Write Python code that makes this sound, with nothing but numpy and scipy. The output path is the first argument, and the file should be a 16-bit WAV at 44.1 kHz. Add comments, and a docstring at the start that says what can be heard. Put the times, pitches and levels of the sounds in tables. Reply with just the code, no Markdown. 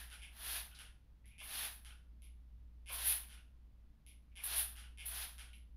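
"""A plastic trigger bottle mists a potted plant in a small, bare room, close to a mono microphone.
A low hum lies underneath from the start, and first the trigger creaks back from an earlier squeeze.
Five strokes follow. In each, the trigger creaks as it is squeezed, then the nozzle hisses and the
mist patters on the leaves. Next the spring pushes the trigger back with another creak while the pump
gulps water. Most strokes end with a small tick as the trigger reaches its stop."""
import sys
import numpy as np
from scipy import signal
from scipy.fft import rfft, irfft
from scipy.io import wavfile

SR = 44100
rng = np.random.default_rng(int(sys.argv[2]) if len(sys.argv) > 2 else 0)


def waveform_to_disk(signal):
    """Save audio, clipped to [-1, 1], as 16-bit WAV at the path in sys.argv[1]."""
    frames = np.transpose(np.atleast_2d(signal))
    scaled = np.clip(frames, -1, 1) * 32767
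    samples = np.round(scaled).astype(np.int16)
    wavfile.write(sys.argv[1], SR, samples)


N = 254100
TIME = np.arange(N) / SR


def from_db(db):
    """Turn decibels into a gain to multiply by."""
    return 10 ** (np.asarray(db) / 20)


def rms_one(x):
    """Scale a signal so that its average strength (rms) is 1."""
    return x / np.sqrt(np.mean(x ** 2) + 1e-20)


def at_hz(points, hz, column=1):
    """Read a table between its rows, with every octave equally wide."""
    table = np.array(points)
    return np.interp(np.log(np.maximum(hz, 1)), np.log(table[:, 0]), table[:, column])


def drift(rate_hz):
    """A random wobble of size 1, mostly slower than rate_hz."""
    hz = np.arange(N // 2 + 1) * SR / N
    noise_spectrum = rfft(rng.standard_normal(N))
    return rms_one(irfft(noise_spectrum / (1 + (hz / rate_hz) ** 2) ** 2, N))


def colour(x, tone, size=8192):
    """Give x a tone colour. 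The table sets only the balance of low and high, not the loudness."""
    hz = np.arange(size // 2 + 1) * SR / size
    cepstrum = irfft(np.log(from_db(at_hz(tone, hz))))
    # Folding the cepstrum makes the filter ring after a click, never before it.
    cepstrum[1:size // 2] *= 2
    cepstrum[size // 2 + 1:] = 0
    response = irfft(np.exp(rfft(cepstrum)))
    return signal.fftconvolve(x, response / np.linalg.norm(response))[:N]


def resonate(x, hz, width_hz):
    """Make x ring at one pitch; a narrower width rings longer."""
    decay = np.exp(-np.pi * width_hz / SR)
    return signal.lfilter([1, 0, -1], [1, -2 * decay * np.cos(2 * np.pi * hz / SR), decay * decay], x)


def droplets(per_s, spread_db):
    """Tiny impacts of uneven size at random moments."""
    sizes = from_db(spread_db * np.minimum(rng.exponential(1, N), 4))
    signs = rng.choice([-1, 1], N)
    hits = rng.random(N) < per_s / SR
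    return rms_one(sizes * signs * hits)


# The slow rise and fall of the hum. Each row: time in seconds, level in dB.
HUM_LEVELS = [(0, -57), (.5, -57.5), (1.2, -63), (2.05, -57), (3.05, -55), (3.65, -61.5), (4.1, -64),
              (4.7, -55), (5.76, -56.5)]

def hum(pitch_hz=58.8, swell_db=3.5, waver_db=0.14, waver_rad=0.12):
    """A low, wavering tone that swells a little at the top of a spray."""
    times, levels = np.transpose(HUM_LEVELS)
    _, mist, _ = spray_gains()
    db = np.interp(TIME, times, levels) + swell_db * mist / mist.max() + waver_db * drift(12.6)
    phase = 2 * np.pi * pitch_hz * TIME + waver_rad * drift(5.4)
    return from_db(db) * np.sqrt(2) * np.sin(phase)


# The tone colours of the air and the rumble. Each row: frequency in Hz, relative level in dB.
AIR_TONE = [(50, -19.5), (80, -6), (130, -4.5), (220, -8), (330, -19.5), (600, -23.5), (1500, -29),
            (3500, -32.5), (5000, -37), (8000, -45), (10300, -39.5), (15000, -42)]
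RUMBLE_TONE = [(15, -5.5), (38, -1), (55, 1), (80, -13.5), (200, -38.5), (1000, -81)]
# Faint low drones of the room. Each row: pitch in Hz, width in Hz, level in dB.
ROOM_DRONES = [(101.4, 1.9, -80), (124.8, 8, -83), (217, 6.2, -84.5), (292.3, 19, -87)]

def room_noise(air_db=-74.5, rumble_db=-64.0):
    """The quiet room: soft air noise, a deep rumble and faint drones."""
    air = from_db(air_db) * colour(rng.standard_normal(N), AIR_TONE)
    rumble = from_db(rumble_db) * colour(rng.standard_normal(N), RUMBLE_TONE)
    drones = sum(from_db(db) * rms_one(resonate(rng.standard_normal(N), hz, width_hz))
                 for hz, width_hz, db in ROOM_DRONES)
    return air + rumble + drones


# How the room echoes. Each row: frequency in Hz, seconds to fade by 60 dB,
# level of the echoes over the direct sound in dB.
ROOM_ECHOES = [(304, 0.59, 11), (2456, 0.32, 10), (5900, 0.35, 4), (10000, 0.3, 3), (16500, .22, 17.5)]

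def room_echo(x, build_s=0.0056, first_echo_s=0.00043):
    """Echoes thicken for a moment, then die away, the treble first; overall power is kept."""
    t = TIME[:SR * 3 // 4]
    hz = np.arange(len(t) // 2 + 1) * SR / len(t)
    noise_spectrum = rfft(rng.standard_normal(len(t)))
    edges_hz = np.append(0, np.geomspace(400, SR / 2, 14))
    build = 1 - np.exp(-np.maximum(t - first_echo_s, 0) / build_s)
    tail = 0
    for low, high in zip(edges_hz, edges_hz[1:]):
        band = irfft(noise_spectrum * (hz >= low) * (hz < high), len(t))
        fade = build * from_db(-60 * t / at_hz(ROOM_ECHOES, (low + high) / 2))
        tail = tail + band * fade / np.linalg.norm(fade)
    echo_gain = from_db(at_hz(ROOM_ECHOES, hz, column=2))
    response = irfft((1 + echo_gain * rfft(tail)) / np.sqrt(1 + echo_gain ** 2), len(t))
    return signal.fftconvolve(x, response[:len(t) * 9 // 10])[:N]


# Water refills the pump in gulps, and surges into the nozzle as some sprays start.
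# Each row: start in seconds, length in seconds, level in dB.
PUMP_GULPS = [(0.113, 0.025, -60), (0.712, .043, -65.5), (0.785, 0.049, -64), (0.862, 0.033, -69),
              (1.903, 0.024, -61.5), (3.374, 0.023, -65.5), (4.753, 0.018, -64), (4.835, 0.054, -66.5),
              (5.385, 0.14, -71.5)]
NOZZLE_SURGES = [(1.41, 0.021, -63), (2.897, 0.099, -60), (4.388, 0.022, -71)]
# How the pump chamber and the nozzle channel ring. Each row: pitch in Hz, width in Hz, added level in dB.
PUMP_RINGS = [(1430, 190, -3.5), (2750, 840, 1)]
NOZZLE_RINGS = [(610, 300, -2.5), (1026, 323, 2)]
# Short squeaks, scrapes and a knock from the trigger and spray head.
# Each row: start in seconds, length in seconds, pitch in Hz, width in Hz, level in dB.
SPRAY_HEAD_NOISES = [(0.012, 0.042, 1820, 348, -58.5), (.748, .03, 3900, 2100, -60.5),
                     (1.243, .075, 2130, 517, -73.5), (1.313, .082, 2420, 600, -68.5),
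                     (3.237, 0.015, 2500, 600, -61), (4.317, .037, 2480, 700, -77),
                     (5.532, 0.017, 2680, 800, -59)]

def gurgles_and_squeaks(fade_db=9, ring_s=0.015):
    """Fading bursts of tiny impacts ring: bubbles in the pump and nozzle, and the spray head's noises."""
    bursts = []
    for gulps, rings in ((PUMP_GULPS, PUMP_RINGS), (NOZZLE_SURGES, NOZZLE_RINGS)):
        for start_s, length_s, db in gulps:
            bursts += [(start_s, length_s, hz, width_hz, db + ring_db) for hz, width_hz, ring_db in rings]
    sound = np.zeros(N)
    impacts = droplets(per_s=2000, spread_db=0.0)
    for start_s, length_s, hz, width_hz, db in bursts + SPRAY_HEAD_NOISES:
        start, size = int(start_s * SR), int(length_s * SR)
        burst = impacts[start:start + size] * from_db(np.linspace(0, -fade_db, size))
        burst = np.pad(burst, (0, int(ring_s * SR)))   # leave time to ring out
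        ringing = resonate(resonate(burst, hz, width_hz), hz, width_hz)
        gain = from_db(db) * np.sqrt(size / len(ringing))
        sound[start:start + len(ringing)] += gain * rms_one(ringing)
    return sound


# The trigger ticks home. Each row: time in seconds, level in dB before the boost.
TICK_HITS = [(1.2575, -66), (2.221, -63.5), (4.065, -60.5), (5.5322, -65)]
# The tone colour of a tick. Each row: frequency in Hz, relative level in dB.
TICK_TONE = [(400, -27), (1700, -33), (2150, -1.5), (2600, -2), (3600, -5.5), (4100, -12.5), (6500, -16),
             (8200, -34), (9100, -13.5), (10100, 2), (11000, -2.5), (12500, -17.5), (16000, -29)]

def ticks(boost_db=29, bounce_s=0.022, bounce_db=-1.5):
    """The trigger meets its stop and bounces once."""
    clicks = np.zeros(N)
    for time_s, db in TICK_HITS:
        clicks[int(time_s * SR)] += from_db(db + boost_db)
        clicks[int((time_s + bounce_s) * SR)] += from_db(db + boost_db + bounce_db)
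    return colour(clicks, TICK_TONE)


def creaks(runs, tone, slips_per_s, jitter, uneven_db=2.5, max_slips=24):
    """Plastic sticks and slips: short, nearly regular runs of clicks ring in the spray head."""
    clicks = np.zeros(N)
    for start_s, length_s, db, swell_db in runs:
        gaps_s = np.exp(jitter * rng.standard_normal(max_slips)) / slips_per_s
        after_s = np.cumsum(gaps_s) - gaps_s[0]
        slip_db = db + swell_db * after_s / length_s + uneven_db * rng.standard_normal(max_slips)
        sizes = from_db(slip_db) * np.sqrt(SR / slips_per_s)
        inside = after_s < length_s
        clicks[((start_s + after_s[inside]) * SR).astype(int)] += sizes[inside]
    return colour(clicks, tone)


# The trigger is let go. Each row: start in seconds, length in seconds, starting level in dB,
# change over the creak in dB.
RELEASE_CREAKS = [(.003, .069, -60, -13), (0.102, 0.029, -60, 12.5), (0.748, 0.037, -59.5, -7),
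                  (0.79, 0.023, -49.5, -19), (1.849, 0.037, -55, -13), (3.287, 0.044, -57, -5),
                  (4.764, 0.041, -52, -10), (5.382, .028, -51.5, -4)]
# The tone colour of these creaks. Each row: frequency in Hz, relative level in dB.
RELEASE_TONE = [(300, -16.5), (850, -6.5), (1100, -8.5), (1450, 0), (2000, -2), (3100, 2.5), (4100, -5),
                (5700, -8), (8000, -18.5), (9200, -2.5), (10300, 2), (12500, -14.5), (16000, -28)]

def releases(slide_s=0.069, slide_db=-12.5, slide_fade_db=-10.5):
    """The spring pushes the trigger back: a creak, then a softer, fading slide."""
    slides = [(start_s + length_s, slide_s, db + slide_db, slide_fade_db)
              for start_s, length_s, db, _ in RELEASE_CREAKS]
    return creaks(RELEASE_CREAKS + slides, RELEASE_TONE, slips_per_s=145, jitter=0.2)


# The trigger is squeezed. Each row: start in seconds, length in seconds, starting level in dB,
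# change over the creak in dB.
SQUEEZE_CREAKS = [(.177, 0.018, -61, -6), (0.22, 0.018, -51, 0.5), (1.382, .022, -55, 10.5),
                  (2.860, 0.033, -57.5, 10.5), (4.356, 0.026, -57.5, 11), (4.975, .033, -56.5, 8.5)]
# The tone colour of these creaks. Each row: frequency in Hz, relative level in dB.
SQUEEZE_TONE = [(300, -28.5), (900, -20), (1350, -27.5), (1700, -12.5), (1900, -24), (2100, -4), (2600, -2),
                (3500, -8.5), (4000, -21.5), (5150, -19), (7900, -32), (10100, -7.5), (12500, -31),
                (16000, -37)]

def squeezes():
    """The trigger creaks as the finger presses."""
    return creaks(SQUEEZE_CREAKS, SQUEEZE_TONE, slips_per_s=175, jitter=0.12)


# The pushes on the trigger; the first is already dying away at time zero. Each row: start in seconds,
# seconds to build, seconds held, relative level at the top in dB, swell while it builds in dB.
PUSHES = [(-.2, 0.12, 0.024, -49, 15), (0.254, 0.27, 0.054, -50, 48.5), (1.41, .19, 0.052, -49.5, 25),
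          (2.894, 0.19, 0.045, -49, 13), (4.387, 0.16, 0.054, -48.5, 31), (5.01, 0.2, 0.022, -51.5, 30)]
# The nozzle spits air with the water and hisses brighter.
# Each row: time of the top in seconds, seconds to rise, seconds held, level in dB.
NOZZLE_SPITS = [(0.511, .004, 0.0088, -43.5), (1.442, 0.025, .005, -50.5), (1.733, .005, 0.0054, -55.5),
                (2.929, .018, 0.024, -42.5), (3.067, 0.03, 0.046, -31), (4.438, 0.0018, 0.0051, -37.5),
                (4.574, 0.021, 0.029, -34), (5.059, 0.0059, .026, -42)]

def spray_gains(swell_bend=1.81, patter_db=-6, patter_swell_share=0.71, hiss_over_mist_db=7.5,
                spit_rise_db=17, spit_in_mist_db=-21):
    """Patter, mist and hiss all follow the push; spits add to the hiss and a little to the mist."""
    open_db_per_s = 3500
    mist_fall_db_per_s, patter_fall_db_per_s, spit_fall_db_per_s = 171, 139.5, 196
    patter, mist, spits = np.zeros((3, N))
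    for start_s, build_s, hold_s, db, swell_db in PUSHES:
        open_db = db - open_db_per_s * np.maximum(start_s - TIME, 0)
        # The push levels off towards its top, is held, then dies away.
        below_top_db = swell_db * np.clip(1 - (TIME - start_s) / build_s, 0, 1) ** swell_bend
        since_end_s = np.maximum(TIME - start_s - build_s - hold_s, 0)
        mist += from_db(open_db - below_top_db - mist_fall_db_per_s * since_end_s)
        patter_drop_db = patter_swell_share * below_top_db + patter_fall_db_per_s * since_end_s
        patter += from_db(open_db + patter_db - patter_drop_db)
    for top_s, rise_s, hold_s, db in NOZZLE_SPITS:
        below_top_db = spit_rise_db * np.maximum(top_s - TIME, 0) / rise_s
        since_end_s = np.maximum(TIME - top_s - hold_s, 0)
        spits += from_db(db - below_top_db - spit_fall_db_per_s * since_end_s)
    hiss = np.hypot(from_db(hiss_over_mist_db) * mist, spits)   # hypot adds their powers
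    return patter, np.hypot(mist, from_db(spit_in_mist_db) * spits), hiss


# The tone colours of drops on the leaves, the rushing mist and the hissing nozzle.
# Each row: frequency in Hz, relative level in dB.
PATTER_TONE = [(150, -39.5), (250, -13), (394, -14), (492, -11.5), (585, -15), (652, -2.5), (985, -4),
               (1800, -1), (2340, -25), (3960, -120)]
MIST_TONE = [(940, -31), (1600, -7), (2240, -4), (2360, -4.5), (2560, -1.5), (2760, -3), (3470, -0.5),
             (6360, -11.5), (8000, -21.5), (10400, -47), (17600, -120)]
HISS_TONE = [(4710, -35), (8000, -27.5), (9470, -6), (9580, -5), (10200, -1), (11000, -3), (13600, -11),
             (14900, -9.5), (15500, -24), (16000, -7.5)]

def spray(mist_db=2.5, flutter_db=0.62, full_sputter_at_db=-35):
    """The hissing jet breaks into droplets that patter on the leaves; under a hard push it sputters."""
    patter_gain, mist_gain, hiss_gain = spray_gains()
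    flutter = from_db(flutter_db * drift(90))
    push = np.minimum(hiss_gain / from_db(full_sputter_at_db), 1)
    sputter = from_db(push * (drift(456) - 0.2))
    patter = patter_gain * colour(droplets(per_s=3000, spread_db=-1.0), PATTER_TONE)
    mist = from_db(mist_db) * mist_gain * colour(droplets(per_s=12000, spread_db=2.5), MIST_TONE)
    hiss = hiss_gain * colour(rng.standard_normal(N), HISS_TONE)
    return flutter * (patter + sputter * (mist + hiss))


def scene(echo_share=0.53):
    """Creaks, ticks and a share of the gurgles and squeaks echo in the room; both channels are alike."""
    small_noises = gurgles_and_squeaks()
    echoing = room_echo(squeezes() + releases() + ticks() + echo_share * small_noises)
    direct = spray() + (1 - echo_share) * small_noises
    mono = echoing + direct + hum() + room_noise()
    return np.array([mono, mono])


def record(dry, cutoff_hz=15600):
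    """The highest treble is cut off steeply."""
    return signal.sosfilt(signal.ellip(12, 0.1, 80, cutoff_hz, fs=SR, output="sos"), dry)


dry = scene()
out = record(dry)
waveform_to_disk(out)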